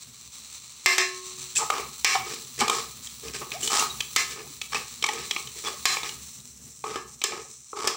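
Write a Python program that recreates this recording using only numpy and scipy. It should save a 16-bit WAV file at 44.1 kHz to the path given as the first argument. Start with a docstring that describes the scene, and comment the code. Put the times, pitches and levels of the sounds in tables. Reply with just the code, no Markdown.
"""A small kitchen, a phone's microphone close to the metal pot of an electric cooker.
Spice paste fries in it: steam bubbles burst in the oil as a grainy hiss over a low simmer. A steel
spoon knocks on the rim and sets the metal ringing, then scrapes, squeaks and taps around the pot,
the paste squelching behind it. Near the end the microphone turns away and the sizzle is shaded;
the phone's limiter holds the hard blows down to a plateau."""
import sys
import numpy as np
from scipy import signal
from scipy.fft import rfft, irfft, next_fast_len
from scipy.io import wavfile
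from scipy.ndimage import uniform_filter1d, minimum_filter1d

SR = 44100
rng = np.random.default_rng(int(sys.argv[2]) if len(sys.argv) > 2 else 0)


def generate_wav(sig):
    """Save sig (samples, or channels by samples) to the path in sys.argv[1] as 16-bit PCM at SR."""
    pcm = np.round(np.clip(np.atleast_2d(sig).T, -1, 1) * 32767).astype(np.int16)
    wavfile.write(sys.argv[1], SR, pcm)


N = 351036
TIME = np.arange(N) / SR
FFT_SIZE = next_fast_len(N, True)
FREQ = np.maximum(np.fft.rfftfreq(FFT_SIZE, 1 / SR), 1)
ATTACK_S = .001

# The edges in Hz of the five bands into which the dense modes of the metal fall.
METAL_BANDS_HZ = [250, 600, 1500, 3000, 6000, 12000]
# The spoon dragged over the metal. Each row: start and length in seconds, pot body and spoon edge
# in relative dB, brightness in octaves above 1 kHz.
STROKES = [(1.552, 0.04, -50, -24.5, 3.43), (1.585, .06, -28.5, -46, 0.84), (1.713, .11, -33.5, -39.5, 1.2),
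           (2.243, 0.13, -43, -41, 2.1), (2.577, 0.047, -38, -33, 2.3), (2.609, 0.029, -24.5, -28.5, 0.47),
           (2.691, .12, -35, -35.5, 2.46), (3.02, 0.062, -80, -43.5, 3.6), (3.222, 0.095, -43, -47, 2.4),
           (3.332, 0.04, -42, -36.5, 2.23), (3.409, 0.027, -34, -47, .5), (3.526, .03, -59, -40.5, 2.1),
           (3.605, 0.087, -44.5, -32.5, 3.46), (3.697, .14, -27.5, -28.5, 2.6),
           (4.291, 0.052, -44.5, -40, 2.5), (4.356, 0.07, -41, -48.5, 1.5),
           (4.721, .06, -31.5, -32.5, 1.64), (5.084, 0.17, -44, -42, 1.8),
           (5.555, 0.047, -49.5, -42.5, 2.9), (5.637, 0.074, -34, -37, 1.8),
           (6.033, 0.049, -52, -39.5, 1.66), (6.842, 0.13, -38, -44.5, 1.9), (7.281, .13, -39, -45, 1.4),
           (7.754, .19, -32.5, -39.5, 2.2)]


def undb(db):
    """Decibels to gain."""
    return 10 ** (np.asarray(db) / 20)


def unit(x):
    """Scale to rms 1."""
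    return x / np.sqrt(np.mean(x ** 2))


def fade(t, t60):
    """Exponential decay, 60 dB down after t60 seconds."""
    return np.exp(-np.log(1000) * t / t60)


def colour(points):
    """Gain at every frequency from (Hz, dB) points."""
    hz, db = np.transpose(points)
    return undb(np.interp(np.log(FREQ), np.log(hz), db))


def fader(points):
    """Gain at every sample from (seconds, dB) points."""
    return undb(np.interp(TIME, *np.transpose(points)))


def shape(x, gain):
    """Filter by a gain at every frequency."""
    return irfft(rfft(x, FFT_SIZE) * gain, FFT_SIZE)[:N]


def walk(per_s):
    """Smooth random wander with a spread near 1."""
    knots = rng.standard_normal(int(N / SR * per_s) + 2)
    return np.interp(TIME * per_s, np.arange(len(knots)), knots)


def clicks(per_s, spread_db):
    """Randomly timed impulses; with a spread, most are small and a few large."""
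    return (rng.random(N) < per_s / SR) * undb(spread_db * np.minimum(rng.exponential(size=N), 5))


def span(start, length):
    """The samples of an event and the time since its start."""
    where = slice(int(start * SR), min(int((start + length) * SR), N))
    return where, TIME[where] - TIME[where.start]


def sizzle(flicker_db=2.35, turn_start_s=6.06, turn_end_s=6.62):
    """Tiny steam bubbles burst in the oil, so many that they merge into a soft grainy hiss."""
    # The colour of frying oil as heard through the phone's microphone, with its treble peaks and dip.
    # Each row: frequency in Hz, gain in dB.
    oil_at_mic = [(300, -19), (650, -24), (1220, -10), (1550, -21), (2400, -11), (3300, -12), (4100, -2),
                  (4900, -12), (6050, 0.5), (6650, -6), (7500, 0.5), (9300, -11), (13600, -30),
                  (15100, -9.5)]
    # How hard the oil fries. Each row: time in seconds, relative level in dB.
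    frying_levels = [(0, -49), (.35, -45.5), (.9, -44), (1.35, -41.5), (3, -44), (4.4, -44.5), (5.4, -40.5),
                     (6.2, -43.5), (7.96, -45)]
    # The finest fizz against the hiss. Each row: time in seconds, gain in dB before shading.
    fizz_levels = [(0, 0), (1.2, -4), (1.8, 4), (3, 4), (3.9, 7.5), (5.1, 1), (6, 4), (7.96, -4)]
    pops = unit(clicks(per_s=2500, spread_db=2.5) * rng.standard_normal(N))
    bursts = (pops + rng.standard_normal(N)) * undb(flicker_db * walk(35))
    band = np.digitize(FREQ, [5000, 9500])
    spatter, hiss, fizz = (shape(bursts, colour(oil_at_mic) * (band == k)) for k in range(3))
    steady, stirred = fader(frying_levels), flare()
    # as the microphone turns away, the pot's wall comes between it and the oil
    shade = np.clip((TIME - turn_start_s) / (turn_end_s - turn_start_s), 0, 1)
    spatter_gain = np.hypot(undb(-5) * steady, undb(2.5) * stirred) * undb(-11 * shade)
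    hiss_gain = np.hypot(steady, stirred) * undb(1 - 2.2 * shade)
    fizz_gain = fader(fizz_levels) * undb(-5 * shade)
    return unit(hiss + fizz * fizz_gain) * hiss_gain + unit(spatter) * spatter_gain


def simmer(heave_db=4, gain_db=2):
    """The thick paste heaves and slides with a low uneven rumble."""
    # The colour of simmering paste. Each row: frequency in Hz, gain in dB.
    paste_colour = [(25, -16), (45, -37), (64, 7), (95, -10), (132, 5), (175, -7), (243, -2), (310, -20.5),
                    (400, -13), (600, -23.5), (1500, -24)]
    # How much the paste moves. Each row: time in seconds, relative level in dB.
    simmer_levels = [(0, -58.5), (1.05, -63.5), (1.6, -55.5), (2.7, -51), (4.1, -53), (4.5, -55),
                     (6.2, -53.5), (7, -56), (7.96, -71)]
    heaving = rng.standard_normal(N) * undb(heave_db * walk(28))
    return unit(shape(heaving, colour(paste_colour))) * fader(simmer_levels) * undb(gain_db)


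def dense_modes(points):
    """Countless overlapping modes of metal, coloured by the pot's cavity, as five bands of rms 1."""
    # Resonances of the air in the pot. Each row: centre in Hz, width in Hz, lift in dB.
    air_resonances = [(257, 90, 13), (370.6, 80, 19), (446.8, 99, 26), (830, 253, 21), (1123, 168, 21),
                      (1262, 107, 23), (1737, 120, 6.5), (2326, 560, 8)]
    cavity_db = sum(db / (1 + (2 * (FREQ - hz) / width) ** 2) for hz, width, db in air_resonances)
    gain = colour(points) * undb(cavity_db)
    noise = rng.standard_normal(N)
    band = np.digitize(FREQ, METAL_BANDS_HZ[1:-1])
    return np.array([unit(shape(noise, gain * (band == k))) for k in range(len(METAL_BANDS_HZ) - 1)])


def contact(body_db, edge_db, brightness, body_hz, body_fall_db, edge_fall_db):
    """Band gains of one contact: a low hump from the pot's body, a broad one from the spoon's edge."""
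    centres_hz = np.sqrt(np.multiply(METAL_BANDS_HZ[:-1], METAL_BANDS_HZ[1:]))
    octaves = np.log2(centres_hz / 1000)
    # the body sounds higher the harder it is pressed
    octaves_per_db, medium_press_db = .0532, -35
    body_octave = np.log2(body_hz / 1000) + octaves_per_db * (body_db - medium_press_db)
    body = undb(body_db - body_fall_db * (octaves - body_octave) ** 2)
    edge = undb(edge_db - edge_fall_db * (octaves - brightness) ** 2)
    return np.hypot(body, edge)


def snap(t):
    """The first instant of hard contact: a tick that reaches the very top."""
    return np.diff(rng.standard_normal(len(t) + 1)) * fade(t, t60=.0086)


def strikes(metal, snap_db=10, crack_db=15, ring_db=-11, grip_per_cycle=.0029):
    """Each hard blow cracks, sets the dense modes shimmering and leaves a few strong modes singing."""
    # Blows on rim and wall. Each row: start in seconds, pot body and spoon edge in relative dB,
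    # brightness in octaves above 1 kHz, ringing in relative dB, frequency the spot favours in Hz,
    # lift of the lowest modes in dB, freedom to ring from 0 to 1.
    blows = [(.860, -52, -20.5, 2.1, -.5, 2100, -0.5, .6), (0.9817, -65, -28, 2.35, -13, 1900, 10, 0.97),
             (2.046, -48, -16.5, 1.98, 2, 2275, -15, 0.69), (4.162, -35, -24.5, 2.9, -10, 2030, -6, .8),
             (5.8547, -27.5, -18.5, 3, -3.5, 4075, -8.5, 0.56),
             (6.957, -45, -60, .6, -30.5, 1650, -3, 0.87), (7.2388, -40, -32.5, 3.5, -19.5, 5230, -6, 0.8),
             (7.8739, -37.5, -31, 4.1, -16.5, 5100, -17, 0.4)]
    # Modes of pot and spoon. Each row: frequency in Hz, relative level in dB, free t60 in seconds.
    strong_modes = [(371, -12.5, 1.4), (690, -17, .3), (1082, -11, .9), (1276, -13, .65), (1640, -12, .35),
                    (1739, -4, .33), (1781, -5, .27), (1860, -12, .33), (2032, -10, .3), (2097, -6, .3),
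                    (2265, -6, .38), (2450, -5.5, .35), (2585, -11, .27), (2714, -4, .3), (3018, -8, .4),
                    (3219, -9, .3), (3560, -7, .22), (3720, -10, .25), (4075, -6.5, .5), (4480, -8, .3),
                    (5028, -9, .32), (5103, -4, .34), (5351, -3, .33), (5495, -9, .3), (6006, -8, .38),
                    (6290, -8, .3), (7144, -6, .25), (7612, -10, .3)]
    hz, db, t60 = np.transpose(strong_modes)[:, :, None]
    out = np.zeros(N)
    # the highest dense modes die with the crack
    dulled = signal.sosfilt(signal.butter(3, 8500, fs=SR, output="sos"), metal)
    for start, body_db, edge_db, brightness, tone_db, spot_hz, lift_db, freedom in blows:
        where, t = span(start, .87)
        bands = contact(body_db, edge_db, brightness, body_hz=700, body_fall_db=9, edge_fall_db=1.5)
        crack = undb(crack_db) * bands @ metal[:, where] * fade(t, t60=.036)
        shimmer = bands @ dulled[:, where] * fade(t, t60=.26)
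        out[where] += undb(snap_db) * bands[-1] * snap(t) + crack + shimmer
        # each spot favours its own modes; the rim also wakes the lowest ones
        spot_db = 9 * np.exp(-((hz - spot_hz) / 130) ** 2) - 1.3 * np.abs(np.log2(hz / spot_hz))
        size = undb(db + spot_db + lift_db * hz[0] / hz + rng.standard_normal(hz.shape))
        # a spoon that stays against the wall shortens the ring, most of all in the high modes
        held_t60 = 1 / (1 / t60 + grip_per_cycle * hz * (1 - freedom))
        ring = size * rng.choice([-1, 1], hz.shape) * np.sin(2 * np.pi * hz * t) * fade(t, held_t60)
        out[where] += undb(ring_db + tone_db) * ring.sum(axis=0)
    return out


def scrapes(metal, slip_t60=.016, ring_db=-9, ring_t60=.34):
    """The spoon's edge sticks and slips; each slip jolts the pot, which sounds on after the stroke."""
    out = np.zeros(N)
    slips = clicks(per_s=600, spread_db=0)
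    jolt_energy = signal.fftconvolve(slips, fade(TIME[:SR // 10], slip_t60) ** 2)[:N]
    chatter = np.sqrt(np.abs(jolt_energy))
    for start, length, body_db, edge_db, brightness in STROKES:
        where, t = span(start, length + .5)
        bands = contact(body_db, edge_db, brightness, body_hz=648, body_fall_db=11.5, edge_fall_db=2.6)
        progress = np.minimum(t / length, 1)
        pressure = np.sqrt(np.abs(np.sin(np.pi * progress)))
        grain = chatter[where] / np.sqrt(np.mean(chatter[where][t < length] ** 2))
        ring = undb(ring_db) * progress * fade(np.maximum(t - length, 0), ring_t60)
        out[where] += bands @ metal[:, where] * np.hypot(pressure * grain, ring)
    return out


def flare(gain_db=-9, full_stroke_s=.12, settle_t60=.36):
    """Each stroke drags wet paste over hot metal: the frying's level flares up, then settles."""
    out = np.zeros(N)
    for start, length, _, edge_db, _ in STROKES:
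        where, t = span(start, 1)
        swell = np.minimum(t, length) / full_stroke_s
        out[where] += undb(gain_db + edge_db) * swell * fade(np.maximum(t - length, 0), settle_t60)
    return out


def squelches(gain_db=-9, spread_db=3, spread_octaves=.6, rise_octaves_per_s=5, wake_s=.08, pockets=4):
    """Pockets of air close in the paste behind each stroke, each a small rising blip."""
    out = np.zeros(N)
    for start, length, body_db, _, _ in STROKES:
        onsets = np.minimum(start + rng.random(pockets) * (length + wake_s), TIME[-1] - .01)
        for onset, (size, pitch) in zip(onsets, rng.standard_normal((pockets, 2))):
            where, t = span(onset, .1)
            hz = 620 * 2 ** (spread_octaves * pitch + rise_octaves_per_s * t)
            envelope = (1 - np.exp(-t / ATTACK_S)) * fade(t, t60=.067)
            blip = np.sin(2 * np.pi * np.cumsum(hz) / SR) * envelope
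            out[where] += undb(gain_db + body_db + spread_db * size) * blip
    return out


def brief_tones(waver=.029):
    """Brief tones from spoon and pot: high squeaks, short judders and low hollow knocks."""
    # Each row: start and length in seconds, middle pitch in Hz, glide in octaves,
    # rms level at the crest in dB.
    tones = [(1.56, 0.016, 2626, 0.14, -26), (1.562, 0.032, 7600, -0.048, -22),
             (1.612, .02, 870, 0.12, -31.5), (2.146, 0.026, 778, 0.0024, -21.5),
             (2.609, 0.017, 830, -0.025, -21.5), (2.611, 0.037, 237, -0.24, -33),
             (3.537, .045, 700, 0.61, -37.5), (3.62, .034, 7300, 0, -32), (3.895, 0.026, 3720, 0, -33.5),
             (4.745, 0.024, 2535, 0.13, -26), (5.086, 0.017, 830, -.05, -25.5),
             (5.652, 0.036, 3390, 0.081, -31.5), (6.842, .09, 428.5, 0.0099, -39),
             (7.736, 0.087, 410, 0, -42)]
    out, wander = np.zeros(N), walk(300)
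    for start, length, hz, glide, db in tones:
        where, t = span(start, length)
        pitch = hz * 2 ** (glide * (t / length - .5)) * (1 + waver * wander[where])
        tone = np.sqrt(2) * np.sin(2 * np.pi * np.cumsum(pitch) / SR)
        out[where] += undb(db) * np.sin(np.pi * t / length) * tone
    return out


def taps(spoon, metal, tick_db=9, thud_db=-13, ping_db=8, snap_db=-7):
    """Paste cushions a light tap and smothers the spoon's tick and ping; the pot's low body sounds on."""
    # Light taps in the paste. Each row: start in seconds, pot body and spoon edge in relative dB,
    # brightness in octaves above 1 kHz, pitch of the spoon's ping in Hz.
    light_taps = [(1.701, -20, -27, 2.2, 2410), (1.78, -39, -39, 2.1, 2490), (2.153, -22, -30, 1.7, 2280),
                  (2.6061, -29, -24.5, 2.4, 2290), (2.68, -27, -26, 2.6, 2430),
                  (2.697, -23.5, -23, 2.76, 2360), (3.071, -73, -40.5, 2.26, 3100),
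                  (3.282, -54, -39.5, 2.2, 2520), (3.518, -40, -33.5, 1.45, 2560),
                  (3.63, -45, -28.5, 3.6, 2970), (3.675, -35, -26, 2.5, 2990),
                  (3.795, -38, -23.5, 3.2, 2760), (3.8236, -26.5, -43, 3.2, 2430),
                  (4.005, -48, -24.5, 1.9, 3080), (4.6148, -53, -30, 2.03, 2590),
                  (5.0246, -34.5, -28, 2, 3180), (5.04, -26.5, -22, 1.77, 2265),
                  (5.063, -42, -29, 2.4, 3120), (5.0874, -49, -26, 1.5, 1960),
                  (5.133, -36.5, -35, 3.2, 2360), (5.3098, -37, -23.5, 1.8, 3270),
                  (5.3624, -31.5, -29.5, 1.2, 2410), (5.472, -53, -38.5, 2.2, 3070),
                  (5.9686, -34, -33, 0.79, 2340), (6.0316, -34, -33.5, 1.9, 3520),
                  (6.091, -66, -34.5, 2.1, 2880), (6.399, -68, -48, 4.2, 3820),
                  (6.8399, -29, -42.5, 1.9, 2420), (6.9577, -29, -40, 2.2, 3010),
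                  (7.216, -36, -30.5, 1.8, 2300), (7.321, -33.5, -38.5, 1.4, 2400),
                  (7.7304, -30.5, -64, 1.1, 2350)]
    out = np.zeros(N)
    for start, body_db, edge_db, brightness, ping_hz in light_taps:
        where, t = span(start, .5)
        bands = contact(body_db, edge_db, brightness, body_hz=595, body_fall_db=10.5, edge_fall_db=4.5)
        tick = undb(tick_db) * bands @ spoon[:, where] * fade(t, t60=.025)
        thud = undb(thud_db) * bands[:2] @ metal[:2, where] * fade(t, t60=.4)
        ping = undb(ping_db + edge_db) * np.sin(2 * np.pi * ping_hz * t) * fade(t, t60=.03)
        cushion = 1 - np.exp(-t / ATTACK_S)
        out[where] += (tick + ping + thud) * cushion + undb(snap_db) * bands[-1] * snap(t)
    return out


def kitchen(direct, first_echo_s=.014, echo_db=-9):
    """Diffuse echoes from the floor and near walls reach the microphone just after the direct sound."""
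    t = TIME[:SR // 2]
    echoes = rng.standard_normal(len(t)) * fade(t, t60=.35) * (t > first_echo_s)
    echoes /= np.sqrt(np.sum(echoes ** 2))
    return direct + undb(echo_db) * signal.fftconvolve(direct, echoes)[:N]


def scene():
    """Spoon and pot over the frying, heard from close by in mono."""
    # The colour of metal on metal as heard through the phone's microphone, with its treble peaks
    # and dip. Each row: frequency in Hz, gain in dB.
    metal_at_mic = [(60, -34), (200, -7.5), (600, -8.5), (1450, -5), (2500, -3.5), (4700, -2), (5400, 1.5),
                    (6700, 4), (7600, 7.5), (9200, -4), (12000, -17), (13800, -54), (15000, -5),
                    (16000, -60)]
    # The colour of the spoon's bowl ticking on the bottom. Each row: frequency in Hz, gain in dB.
    spoon_colour = [(100, -9), (400, -15), (800, -5.5), (1300, -8), (1800, 5), (2450, 13), (3100, 11),
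                    (4000, 9), (4700, 2.5), (5800, 6.5), (7600, 9), (9200, -5), (13500, -12), (15000, -25)]
    metal, spoon = dense_modes(metal_at_mic), dense_modes(spoon_colour)
    stirring = kitchen(strikes(metal) + taps(spoon, metal) + scrapes(metal) + brief_tones())
    return (stirring + sizzle() + simmer() + squelches())[None]


def limiter(x, ceiling_db=-5, release_db_per_s=170, window_samples=160):
    """Turns down just ahead of each peak and recovers at a steady rate."""
    excess_db = np.maximum(20 * np.log10(np.abs(x) + 1e-9) - ceiling_db, 0)
    held_db = -minimum_filter1d(-excess_db, window_samples)
    recovery_db = release_db_per_s * TIME
    cut_db = np.maximum.accumulate(held_db + recovery_db, axis=-1) - recovery_db
    return x * undb(-uniform_filter1d(cut_db, window_samples))


def record(dry, bass_hz=48, top_hz=15750):
    """The phone drops the deep bass, limits the peaks and cuts the top."""
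    thin = signal.sosfilt(signal.butter(3, bass_hz, "high", fs=SR, output="sos"), dry)
    return signal.sosfilt(signal.ellip(10, .2, 70, top_hz, fs=SR, output="sos"), limiter(thin))


dry = scene()
out = record(dry)
generate_wav(out)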